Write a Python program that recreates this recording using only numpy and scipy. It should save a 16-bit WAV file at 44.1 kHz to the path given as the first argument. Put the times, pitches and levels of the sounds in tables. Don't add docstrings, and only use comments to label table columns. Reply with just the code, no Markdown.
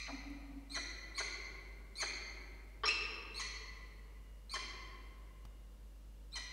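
import sys
import numpy as np
from scipy import signal
from scipy.fft import rfft, irfft
from scipy.io import wavfile

SR = 44100
rng = np.random.default_rng(int(sys.argv[2]) if len(sys.argv) > 2 else 0)


def convert_level_to_amplitude(level_db):
    exponent = np.asarray(level_db, float) / 20
    return 10 ** exponent


def wav_out(sig):
    wavfile.write(sys.argv[1], SR, np.round(np.clip(np.atleast_2d(sig).T, -1, 1) * 32767).astype(np.int16))


N = 287532
LEAD_IN = SR // 2

# pitch_hz, level_db
MAINS = [(50, -53.3), (100, -79), (150, -81), (200, -80), (300, -83)]
# freq_hz, density_db_per_hz
HISS = [(47, -27), (80, -1.5), (133, -4.5), (173, -6), (236, -6), (374, -15.5), (510, -9), (741, -19),
        (904, -18), (2600, -25.5), (2780, -21.5), (3110, -25), (15500, -32.5)]
HISS_DB, RUMBLE_DB = -67, -67
# time_s, level_db
WHINE = [(0, -97), (3.6, -93), (4.35, -81), (5, -86), (5.5, -82), (5.8, -91), (6.5, -90)]
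WHINE_HZ = 2869
# start_s, scratch_db, thud_over_scratch_db, dullness_0_1
TICKS = [
    (.301, -52, -20, .1),
    (2.787, -68, 11, .87),
    (4.2, -68, 10, .87),
    (5.452, -48.5, -5, .9),
]
# time_s, level_db, pitch_hz
CROON = [(.085, -66, 281), (.135, -47.5, 276), (.225, -64, 268), (.305, -49, 287), (.37, -56, 282),
         (.62, -55, 277), (.682, -69, 275), (.72, -57, 284), (.95, -66, 283)]
CROON_FLUTTER_DB, CROON_RASP_DB = 2.8, -11
# start_s, pulse_rate_hz, level_db, mouth_factor, brightness_db
CLUCKS = [
    (.064, 1652, -55.5, 1.69, 1),
    (0.078, 275.3, -52, 0.602, -25.5),
    (0.761, 338.2, -48.5, 1.08, -6),
    (1.196, 365, -46.5, 1.09, -12),
    (2.021, 366.4, -45.5, 1.1, -4),
    (2.832, 454.7, -39.5, 0.89, -1.5),
    (3.409, 400, -76, 0.95, -19),
    (4.55, 366, -49.5, 1.26, -3),
    (6.365, 307.7, -59.5, 0.95, -8),
]
CLUCK_SNAPS, SHORTEST_S = 7.4, .016
# freq_hz, width_hz, level_db
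GAPE = [(978.6, 850, -4.5), (1462, 530, 0), (2216, 460, -8)]
# freq_hz, level_db
THROAT_ANSWER = [(1300, -26), (2700, -0.5), (4100, 1.5), (5400, -4), (6700, -12), (8000, -24), (9400, -22),
                 (10800, -32), (13500, -43)]
# freq_hz, width_hz, level_db
BREATH_ANSWER = [(629.6, 960, -2.5), (1680, 520, 2), (2300, 540, 7), (3420, 1200, -13), (4810, 940, 2)]
# time_s, pitch_hz, effort_db, even_partials_db, odd_partials_db
ANSWER = [
    (2.853, 1336, -42, -19, -10),
    (2.858, 1364, -38.5, -15.5, -7),
    (2.872, 1340, -40, -29, -12),
    (2.882, 1356, -36.5, -1.5, -4.5),
    (2.891, 1266, -36.5, 3, -30),
    (2.897, 1345, -50, 9.5, -8.5),
    (2.914, 1405, -52.5, 10, 9),
    (2.924, 1380, -69, -0.5, -5),
]
# time_s, pitch_hz, level_db
UNDERTONE = [(2.853, 1250, -53), (2.859, 1240, -44), (2.872, 1222, -42.5), (2.881, 1200, -43),
             (2.887, 1130, -58.5)]
# start_s, length_s, pitch_hz, level_db, octave_db
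PEEPS = [(1.95, .018, 5410, -76, -6), (1.966, .02, 5420, -78, 11), (3.352, .022, 5460, -76, 5),
         (4.5, .03, 5420, -73, -8), (6.311, .013, 5410, -73, -16)]
# freq_hz, level_db
THROAT = [(900, -10.5), (1200, 6), (2100, -4), (3200, -5.5), (4300, -0.5), (5300, -7.5), (6400, -5.5),
          (7000, -9.5), (7500, -20), (8300, -9.5), (9000, -12.5), (10800, -24.5), (13500, -22)]
# freq_hz, width_hz, level_db
BREATH = [(1250, 390, 0), (2411, 92, 15.5), (3240, 170, -19), (5500, 240, -12.5)]
# start_s, top_pitch_hz, effort_db, even_partials_db, effort_change_before_break_db
WHISTLES = [
    (-.15, 1088, -46.5, -18, -11),
    (.697, 1093, -49, -19, -2.5),
    (1.145, 1113, -52.5, -32, 5.5),
    (1.954, 1131, -50, -10, 5),
    (3.343, 1115, -49, -12.5, 2.3),
    (4.494, 1141, -49.5, -14, 4),
    (6.321, 1065, -52.5, -30, -3),
]
# break_s, first_pitch_hz, last_pitch_hz, effort_db, odd_partials_db
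CHIPS = [
    (-.1, 1299, 972, -46.5, -12),
    (.746, 1119, 964, -46, -16.5),
    (1.18, 1149, 1012, -44.5, -7),
    (2.004, 1153, 1014, -44, -13.5),
    (3.397, 1093, 991, -48, -2),
    (4.54, 1077, 1017, -50, 5.5),
    (6.357, 1057, 969, -49.5, -1),
]
WHISTLE_FROM, WHISTLE_BEND = .88, 1.833
CATCH_AT, FULL_AT = .15, .6
ONSET_DB, CATCH_DB = .5, -6.5
WHISTLE_ODD_DB = -33
BREAK_S, CHIP_S, CHIP_SAG_S, RELEASE_S = .00407, .018, .01, .0053
CHIP_MID_DB, CHIP_END_DB, RELEASE_DB = -1.5, -2.5, -6.5
CHIP_EVEN_DB, CHIP_EVEN_END_DB, CHIP_ODD_END_DB = .6, 7.5, -5.5
ROUGH = dict(jitter=.008, shimmer_db=3, rasp=.33)
# freq_hz, t60_s
TOWER = [(250, 3.4), (500, 3.72), (1050, 2.22), (1500, 2.01), (2000, 1.76), (4000, 1.165), (6500, 0.911),
         (9000, 0.53), (13000, 0.21)]
# freq_hz, level_db
TOWER_COLOUR = [(250, 8.5), (700, -4.5), (1500, -4.5), (2200, 3.5), (4500, 1), (9000, 0.5), (13000, -0.5)]
BOX_DB, BOX_T60_S, WALL_HZ = -3, .07, 10000
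# freq_hz, level_db
BALANCE_DB = [(60, 0.0), (92, 0.0), (140, 0.0), (210, 0.0), (330, 0.0), (500, 0.5), (770, 3.0), (1170, 4.0),
              (1790, 2.0), (2740, 0.5), (4190, 0.0), (6410, 0.0), (9810, 0.0), (15000, 0.0)]
# freq_hz, phase_rad
LEAD = [(150, 0), (330, .08), (700, .28), (1200, .15), (2400, -.28), (4800, -.08), (9000, -.06)]
EDGE_HZ, CHANNEL_NOISE_DB = 15720, -93


def evened(x):
    return x / np.sqrt(np.mean(x ** 2) + 1e-20)


def read(points, hz):
    f, value = np.transpose(points)
    return np.interp(np.log(hz + 1), np.log(f + 1), value)


def unroll(rows):
    s, *columns = np.transpose(rows)
    times = np.arange(s[0], s[-1], 1 / SR)
    return s[0], [np.interp(times, s, column) for column in columns]


def add(track, s, sound):
    part = track[LEAD_IN + round(s * SR):][:len(sound)]
    part += sound[:len(part)]


def wobble(count, span):
    return evened(signal.fftconvolve(rng.standard_normal(count), np.hanning(2 * int(span)), "same"))


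def dull(x, hz):
    return signal.sosfilt(signal.butter(4, hz, fs=SR, output="sos"), x)


def resonate(x, modes, factor=1):
    out = np.zeros(len(x))
    for k, (hz, width_hz, db) in enumerate(modes):
        b, a = signal.iirpeak(hz * factor, hz * factor / width_hz, SR)
        twice = signal.lfilter(b, a, signal.lfilter(b, a, x))
        out += (-1) ** k * convert_level_to_amplitude(db) * twice
    return out


def tone(s, hz, db, overtones_db):
    turns = np.cumsum(hz * (1 + .0063 * wobble(len(hz), 200))) / SR
    voice = sum(convert_level_to_amplitude(o) * np.sin(2 * np.pi * (k + 1) * turns) for k, o in enumerate(overtones_db))
    return s, np.sqrt(2) * convert_level_to_amplitude(db) * voice * signal.windows.tukey(len(hz), .04)


def hum():
    t, hz = np.arange(N) / SR, np.fft.rfftfreq(N, 1 / SR)
    lines = sum(np.sqrt(2) * convert_level_to_amplitude(db) * np.sin(2 * np.pi * (f * t + rng.random())) for f, db in MAINS)
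    hiss = evened(irfft(rfft(rng.standard_normal(N)) * convert_level_to_amplitude(read(HISS, hz)), N))
    rumble = evened(resonate(rng.standard_normal(N), [(57, 14, -3), (30.2, 20, -10)]))
    return lines * convert_level_to_amplitude(.6 * wobble(N, 4000)) + convert_level_to_amplitude(HISS_DB) * hiss + convert_level_to_amplitude(RUMBLE_DB) * rumble


def whine():
    s, (db,) = unroll(WHINE)
    return s, np.sqrt(2) * convert_level_to_amplitude(db) * np.sin(2 * np.pi * WHINE_HZ * np.arange(len(db)) / SR)


def tick(s, db, thud_db, dullness):
    t = np.arange(1500) / SR
    scratch = signal.lfilter([.3], [1, -dullness], rng.standard_normal(len(t))) * np.exp(-t / .004)
    thud = np.sin(2 * np.pi * 110 * t) * np.exp(-t / .017)
    return s, convert_level_to_amplitude(db) * (scratch + convert_level_to_amplitude(thud_db) * thud)


def croon():
    s, (db, hz) = unroll(CROON)
    _, voice = tone(s, hz, db + CROON_FLUTTER_DB * wobble(len(hz), 520), [0, -30])
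    rasp = evened(resonate(rng.standard_normal(len(hz)), [(285, 58, -4), (177, 55, -8)]))
    return s, voice + convert_level_to_amplitude(db + CROON_RASP_DB) * rasp


def cluck(s, hz, db, mouth, bright_db):
    count = round(max(CLUCK_SNAPS / hz, SHORTEST_S) * SR)
    turns = np.cumsum(hz * (np.linspace(.8, 1.19, count) + .18 * wobble(count, 60))) / SR
    snaps = np.diff(np.floor(turns - 1e-3), prepend=-1) * convert_level_to_amplitude(2.76 * rng.standard_normal(count))
    snaps += .014 * rng.standard_normal(count)
    drive = np.pad(snaps * signal.windows.tukey(count, .45), (0, 300))
    sound = resonate(drive, [(.93 * hz, 230, -8), (1.68 * hz, 330, -8)])
    sound += resonate(drive, GAPE, mouth)
    sound += convert_level_to_amplitude(bright_db) * resonate(drive, [(3190, 490, -3.5), (4890, 1000, -18.5)])
    return s, convert_level_to_amplitude(db) * evened(dull(sound, WALL_HZ))


def undertone():
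    s, (hz, db) = unroll(UNDERTONE)
    return tone(s, hz, db, [0, -16, -12])


def peep(s, length_s, hz, db, octave_db):
    swell = signal.windows.tukey(round(length_s * SR), .5)
    s, sound = tone(s, np.full(len(swell), hz), db, [0, octave_db])
    return s, sound * swell


def phrase(whistle, chip):
    start_s, top_hz, effort_db, even_db, brink_db = whistle
    break_s, first_hz, last_hz, chip_db, odd_db = chip
    share = np.array([0, CATCH_AT, FULL_AT, 1])
    after_s = np.array([0, CHIP_S / 2, CHIP_S, CHIP_S + RELEASE_S])
    s = np.r_[start_s + share * (break_s - BREAK_S - start_s), break_s + after_s]
    rise_hz = top_hz * (1 - (1 - WHISTLE_FROM) * (1 - share) ** WHISTLE_BEND)
    sag = np.exp(-after_s / CHIP_SAG_S)
    fall_hz = last_hz + (first_hz - last_hz) * (sag - sag[-1]) / (1 - sag[-1])
    effort = np.r_[effort_db + np.array([ONSET_DB, CATCH_DB, 0, brink_db]),
                   chip_db + np.array([0, CHIP_MID_DB, CHIP_END_DB, RELEASE_DB])]
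    even = np.repeat([even_db, CHIP_EVEN_DB, CHIP_EVEN_END_DB], repeats=[4, 2, 2])
    odd = np.repeat([WHISTLE_ODD_DB, odd_db, odd_db + CHIP_ODD_END_DB], repeats=[4, 2, 2])
    return np.transpose([s, np.r_[rise_hz, fall_hz], effort, even, odd])


def call(rows, throat, breath, breath_db, jitter, shimmer_db, rasp):
    s, (hz, effort_db, even_db, odd_db) = unroll(rows)
    count = len(hz)
    turns = np.cumsum(hz * (1 + jitter * wobble(count, 83))) / SR
    broken = np.clip(convert_level_to_amplitude(even_db), .55, 1)
    slack = (effort_db - effort_db.max()) / 20
    air = resonate(rng.standard_normal(count), breath)
    voice = convert_level_to_amplitude(breath_db) * evened(dull(air, WALL_HZ))
    for k in range(1, 13):
        share_db = odd_db if k % 2 else even_db if k % 4 else 0
        share_db = share_db + .7 * max(k - 4, 0) * slack - 1.6 * max(k - 6, 0) * broken
        share_db = share_db + shimmer_db * wobble(count, 75)
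        slip_rad = rasp * broken * np.sqrt(k / 4) * wobble(count, 30)
        partial = np.cos(2 * np.pi * (k * turns + rng.random()) + slip_rad)
        voice += np.sqrt(2) * convert_level_to_amplitude(read(throat, k * hz) + share_db) * partial
    return s, convert_level_to_amplitude(effort_db) * voice * signal.windows.tukey(count, .08)


def space(x, tower_db):
    t = np.arange(3 * SR) / SR
    hz, at_s, z = signal.stft(rng.standard_normal(len(t)), SR, nperseg=256)
    z = z * convert_level_to_amplitude(read(TOWER_COLOUR, hz)[:, None] - 60 * at_s / read(TOWER, hz)[:, None])
    tail = signal.istft(z, SR, nperseg=256)[1][:len(t)] * (1 - np.exp(-t / .015))
    box = dull(rng.standard_normal(len(t)), WALL_HZ) * convert_level_to_amplitude(-60 * t / BOX_T60_S) * (t > .0015)
    response = convert_level_to_amplitude(tower_db) * tail / np.linalg.norm(tail) + convert_level_to_amplitude(BOX_DB) * box / np.linalg.norm(box)
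    response[0] += 1
    return signal.fftconvolve(x, response)[LEAD_IN:LEAD_IN + N]


def scene():
    near, throaty, mate, whistler = np.zeros((4, LEAD_IN + N))
    add(near, *whine())
    for row in TICKS:
        add(near, *tick(*row))
    add(near, *croon())
    for row in CLUCKS:
        add(throaty, *cluck(*row))
    add(mate, *undertone())
    add(mate, *call(ANSWER, THROAT_ANSWER, BREATH_ANSWER, breath_db=-6.5, **ROUGH))
    for row in PEEPS:
        add(whistler, *peep(*row))
    for whistle, chip in zip(WHISTLES, CHIPS):
        add(whistler, *call(phrase(whistle, chip), THROAT, BREATH, breath_db=-14, **ROUGH))
    mono = hum() + near[LEAD_IN:] + space(throaty, tower_db=-.68)
    mono += space(mate, tower_db=-1.5) + space(whistler, tower_db=2.5)
    return np.array([mono, mono])


def band_limit(x):
    return signal.sosfilt(signal.butter(12, 15680, fs=SR, output="sos"), x)


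def record(dry):
    hz = np.fft.rfftfreq(N, 1 / SR)
    half = convert_level_to_amplitude(read(BALANCE_DB, hz) / 2) * np.exp(.5j * read(LEAD, hz))
    pair = irfft(rfft(dry) * np.array([half, 1 / half]) * (hz < EDGE_HZ), N)
    pair += convert_level_to_amplitude(CHANNEL_NOISE_DB) * rng.standard_normal(N) * np.array([[1], [-1]])
    return band_limit(pair)


dry = scene()
out = record(dry)
wav_out(out)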